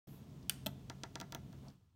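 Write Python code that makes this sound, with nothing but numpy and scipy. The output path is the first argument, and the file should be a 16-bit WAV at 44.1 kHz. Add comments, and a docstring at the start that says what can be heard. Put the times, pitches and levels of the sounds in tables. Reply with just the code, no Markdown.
"""On a table in a quiet room, a small spring pop-up toy is pressed down.
Its plastic body snaps as the spring slides in, and the suction cup meets the base with a double clack
and a thud. The cup then ticks as it is squeezed flat and sets the table ringing. Each contact is an
impulse that excites damped modes, and the room reflects it. The background rumble and hiss are turned
down quickly near the end, as by a noise suppressor."""
import sys
import numpy as np
from scipy import signal
from scipy.io import wavfile

SR = 44100
rng = np.random.default_rng(int(sys.argv[2]) if len(sys.argv) > 2 else 0)


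def put_to_file(sound):
    """Save the sound as 16-bit audio at rate SR, in the file named by the first command-line argument."""
    columns = np.atleast_2d(sound).T  # one column per channel
    safe = np.clip(columns, -1, 1)
    whole_steps = np.round(safe * 32767)
    wavfile.write(sys.argv[1], SR, whole_steps.astype(np.int16))


N = 85995
TIME = np.arange(N) / SR

# The body snaps on the spring. Each row: start in seconds, level in dB.
SNAPS = [(0.4957, 1)]
# The cup lands on the base. Each row: start in seconds, clack level in dB, thud level in dB.
LANDINGS = [(0.6618, -3, 4), (0.6664, 1, -6)]
# The cup slips. Each row: start in seconds, then levels in dB of tick, table ring and treble edge.
TICKS = [(0.8986, -3, -2.5, -37.5), (1.035, 0.5, -0.5, -51), (1.1554, 0, -1, -36), (1.2009, -4, -8, -27.5),
         (1.2126, -4, -1.5, -30), (1.323, -4, -4, -26), (1.3479, -7, -1, -23.5), (1.3482, -3, -15, -22),
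         (1.528, -23, -17.5, -42)]
# Skin scuffs the plastic. Each row: start in seconds, level in dB, decay time constant in seconds.
BRUSHES = [(.428, -66, .005), (.805, -75, 0.0028), (1.683, -56.5, 0.0032), (1.702, -62, 0.0013)]

# Modes of each part. Each row: frequency in Hz, level in dB, time to decay by 60 dB in seconds.
BODY_MODES = [(1397, -50.5, 0.09), (1763, -56, 0.085), (2452, -49, 0.045), (2684, -37, 0.023),
              (3050, -29, 0.018), (3480, -36, 0.03), (4642, -31.5, 0.019), (8640, -29.5, 0.015),
              (9570, -29, 0.016), (12050, -28.5, .003), (14000, -27.5, 0.004)]
BASE_MODES = [(2627, -37, 0.011), (3190, -33, 0.017), (3480, -35.5, 0.016), (4120, -32, 0.0059),
              (6850, -41, 0.0068), (8020, -42.5, 0.015), (12600, -30.5, 0.0048), (13300, -43, 0.0051)]
CUP_MODES = [(640, -37, 0.0063), (2520, -52, 0.0091), (3427, -36.5, 0.011), (3900, -42.5, 0.0078),
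             (5654, -46.5, 0.018), (5663, -39.5, 0.011)]
THUD_MODES = [(194, -43.5, 0.1), (269, -46.5, 0.11), (585, -39.5, 0.041), (650, -40, 0.041),
              (844, -54, 0.079)]
TABLE_MODES = [(313, -45.5, 0.043), (385.2, -57.5, 0.23), (593, -55.5, 0.059), (681.4, -56, 0.15),
               (762.6, -57, 0.097), (889.5, -47.5, 0.092), (950.5, -49.5, 0.096), (1280, -55.5, 0.11),
               (1370, -52, 0.086), (1568, -79, 0.025), (1766, -57, 0.062), (1976, -65, 0.19),
               (1993, -57, 0.087)]
# Dense ringing of the parts, then the room's early and late reflections.
# Each row: frequency in Hz, level in dB, time to decay by 60 dB in seconds.
BODY_DENSE = [(850, -17, 0.11), (1150, -17.5, 0.049), (1550, -7, 0.036), (2100, -11, .035),
              (3030, -6.5, 0.037), (4000, -12, .02), (5560, -7.5, 0.013), (6600, -15.5, 0.01),
              (8700, -6, .014), (11000, -9.5, 0.017), (14200, -4, 0.007), (16060, -15.5, .008)]
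BASE_DENSE = [(1300, -26, 0.036), (2180, -24, 0.011), (3400, -28, .016), (5250, -18, 0.021),
              (7800, -14, 0.031), (10100, -26, 0.016), (13000, -15.5, 0.038), (16400, -21, 0.011)]
CUP_DENSE = [(2520, -38, 0.045), (3540, -25.5, 0.03), (5140, -19, 0.017), (6540, -19.5, 0.016),
             (7200, -25, 0.02), (8800, -28, .016), (11100, -43.5, 0.02), (14050, -33, 0.023)]
TABLE_DENSE = [(393, -16, 0.067), (634, -10.5, 0.14), (830, -7, 0.078), (1140, -21, 0.1), (1487, -7.5, .08),
               (1780, -13, 0.088), (2340, -26.5, 0.14)]
ROOM_EARLY = [(197.8, -11.5, 0.19), (820, -13, 0.3), (1680, -9, 0.13), (3240, -13.5, 0.059),
              (5990, -14, 0.17), (9890, -18.5, 0.3), (16000, -13.5, 0.074)]
ROOM_LATE = [(199, -16, 0.17), (800, -22, 0.51), (1720, -14.5, .45), (3200, -19.5, .55), (6000, -21.5, .5),
             (10000, -27.5, 0.68), (16120, -29, .3)]

# Spectra of the background noise. 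Each row: frequency in Hz, relative spectral density in dB.
RUMBLE_SPECTRUM = [(28, -20), (45, -11), (80, -1.5), (135, -1.5), (165, -3.5), (200, -2.5), (250, -6.5),
                   (310, -14), (400, -15), (500, -28.5), (640, -20), (800, -32.5), (1100, -44.5)]
HISS_SPECTRUM = [(600, -6.5), (900, 9.5), (1400, 2), (2100, -1), (3100, 2), (4500, -2), (6500, -3.5),
                 (9500, -9), (13000, -11.5), (16000, -7.5)]
# Background gains, turned down near the end as by a noise suppressor.
# Each row: time in seconds, rumble gain in dB, hiss gain in dB.
NOISE_LEVELS = [(.07, 1.5, 2), (.25, -0.5, -0.5), (.55, 1, -0.5), (.72, 2, -1), (1.05, -2, -0.5),
                (1.4, 1, -1.5), (1.69, 0.5, 0.5), (1.78, -16.5, -12), (1.95, -26.5, -17.5)]
# A thin, high hiss at the start. Each row: time in seconds, level in dB.
HIGH_HISS_LEVELS = [(.07, -71.5), (.16, -70.5), (.25, -90), (.4, -130)]


def body_snap():
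    """Impulse excitation: one snap on the spring sets the plastic body in free, damped vibration."""
    hit = impulses(*np.transpose(SNAPS))
    return modal_ring(hit, BODY_MODES) + dense_ring(hit, BODY_DENSE)


def snap_spill():
    """Radiation from all sides of the body sends a broader band of the snap into the room."""
    hit = impulses(*np.transpose(SNAPS))
    return from_db(-6) * butter(hit, hz=[1300, 11000], kind="band")


def cup_landing():
    """Two impacts excite the base's high modes as clacks and the table's low modes as a thud."""
    starts, clack_db, thud_db = np.transpose(LANDINGS)
    contacts, push = impulses(starts, clack_db), impulses(starts, thud_db)
    clacks = modal_ring(contacts, BASE_MODES) + dense_ring(contacts, BASE_DENSE)
    return clacks + modal_ring(push, THUD_MODES) + from_db(-5) * table_top(push)


def cup_ticks():
    """Stick-slip: each slip of the cup is a short pulse with a brief hollow ring; the table rings on."""
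    starts, tick_db, table_db, edge_db = np.transpose(TICKS)
    slips = impulses(starts, tick_db)
    pulse = from_db(-14.5) * butter(slips, hz=2345, kind="high")
    tick = butter(pulse + modal_ring(slips, CUP_MODES), hz=6290, kind="low", order=12)
    edge = butter(impulses(starts, edge_db), hz=12700, kind="high", order=3)
    return tick + edge + dense_ring(slips, CUP_DENSE) + table_top(impulses(starts, table_db))


def table_top(push):
    """Like a soundboard, the table takes up each push and radiates it through its own modes."""
    return modal_ring(push, TABLE_MODES) + dense_ring(push, TABLE_DENSE)


def finger_brushes():
    """Friction noise: faint scuffs of skin on plastic, and a dull rub as the hand eases off."""
    scuff_level = sum(from_db(db) * (TIME > start) * np.exp(-np.abs(TIME - start) / decay_s)
                      for start, db, decay_s in BRUSHES)
    rub_peak_s, rub_width_s = 1.67, 0.03
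    rub_level = from_db(-66) * np.exp(-.5 * ((TIME - rub_peak_s) / rub_width_s) ** 2)
    return scuff_level * noise_between(3900, 6000) + rub_level * noise_between(440, 1040)


def room(x):
    """Reverberation: reflections from nearby things die fast, and a faint diffuse tail follows."""
    return dense_ring(x, ROOM_EARLY, gap_s=.003) + dense_ring(x, ROOM_LATE, gap_s=0.015)


def background_noise():
    """Filtered noise: rumble, a wavering hum and hiss follow gain curves over a steady deep drone."""
    rumble_gain, hiss_gain = gains_in_time(NOISE_LEVELS)
    hum = from_db(-57.5) * noise_between(131, 143)
    rumble = rumble_gain * (from_db(-55) * coloured_noise(RUMBLE_SPECTRUM) + hum)
    drone = from_db(-71) * noise_between(68.4, 112)
    hiss = hiss_gain * from_db(-71) * coloured_noise(HISS_SPECTRUM)
    high_hiss = gains_in_time(HIGH_HISS_LEVELS)[0] * noise_between(11000, 15500)
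    fade_in = np.clip((TIME - .07) / 0.0044, 0, 1)
    return (rumble + drone + hiss + high_hiss) * fade_in


def impulses(times, db):
    """A contact much shorter than the ringing it excites acts as a single impulse."""
    out = np.zeros(N)
    np.add.at(out, np.clip(np.round(times * SR).astype(int), 0, N - 1), from_db(db))
    return out


def modal_ring(x, modes):
    """Modal superposition: each mode answers an impulse with a damped sine, alternating in sign."""
    out = np.zeros(N)
    for k, (hz, db, t60) in enumerate(modes):
        radius, angle = from_db(-60 / (t60 * SR)), 2 * np.pi * hz / SR
        feedback = [1, -2 * radius * np.cos(angle), radius * radius]
        out += (-1) ** k * from_db(db) * signal.lfilter([0, np.sin(angle)], feedback, x + 1e-18)
    return out


def dense_ring(x, rows, gap_s=0):
    """Modal overlap: modes too dense to resolve act as noise, each band decaying at its own rate."""
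    response, age = np.zeros(N), np.maximum(TIME - gap_s, 0)
    for hz, band in noise_bands(rows[0][0], rows[-1][0]):
        db, t60 = at_hz(rows, hz)
        fade = from_db(-60 * age / t60) * (TIME >= gap_s)
        settled = np.roll(band, N // 2)   # past the filter's onset transient
        response += from_db(db) * settled * fade / np.sqrt(np.sum(fade ** 2))
    return signal.fftconvolve(x, response)[:N]


def coloured_noise(spectrum):
    """Weighted bands add up to steady noise of the given spectrum, at rms 1."""
    bands = noise_bands(spectrum[0][0], spectrum[-1][0])
    return rms_one(sum(from_db(at_hz(spectrum, hz)[0]) * band for hz, band in bands))


def noise_bands(low_hz, high_hz):
    """A third-octave filter bank splits white noise. Each item: centre in Hz, samples."""
    edges = 22 * 2 ** (np.arange(30) / 3)
    white = rng.standard_normal((2, N))   # neighbouring bands are uncorrelated
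    return [(np.sqrt(lower * upper), butter(white[k % 2], [lower, upper], "band"))
            for k, (lower, upper) in enumerate(zip(edges, edges[1:]))
            if upper > low_hz and lower < high_hz]


def noise_between(low_hz, high_hz):
    """Band-limited noise at rms 1."""
    return rms_one(butter(rng.standard_normal(N), [low_hz, high_hz], "band"))


def at_hz(rows, hz):
    """Interpolation of a table's columns on a log-frequency axis."""
    frequencies, *columns = np.transpose(rows)
    return [np.interp(np.log(hz), np.log(frequencies), column) for column in columns]


def gains_in_time(rows):
    """Interpolation in dB gives a gain at every sample."""
    times, *columns = np.transpose(rows)
    return [from_db(np.interp(TIME, times, column)) for column in columns]


def butter(x, hz, kind, order=2):
    """A causal Butterworth filter, maximally flat in its passband."""
    sections = signal.butter(order, np.clip(hz, 10, .48 * SR), kind, fs=SR, output="sos")
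    return signal.sosfilt(sections, x + 1e-18)


def rms_one(x):
    """Normalisation to unit mean power."""
    return x / np.sqrt(np.mean(x ** 2) + 1e-20)


def from_db(db):
    """Amplitude grows tenfold with every 20 dB."""
    return 10 ** (np.asarray(db) / 20)


def scene():
    """Superposition of the toy's direct sound, its reflections and the background noise."""
    knocks = body_snap() + cup_landing() + finger_brushes()
    ticks = cup_ticks()
    into_room = from_db(-3.5) * knocks + from_db(-4) * ticks   # ticks, near the table, spread less
    reflections = room(into_room) + room(snap_spill())
    return (knocks + ticks + reflections + background_noise())[None]


def record(dry):
    """Band limiting: an elliptic low-pass filter cuts the highest treble steeply."""
    cutoff_hz = 15800
    return signal.sosfilt(signal.ellip(10, .2, 80, cutoff_hz, fs=SR, output="sos"), dry)


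dry = scene()
out = record(dry)
put_to_file(out)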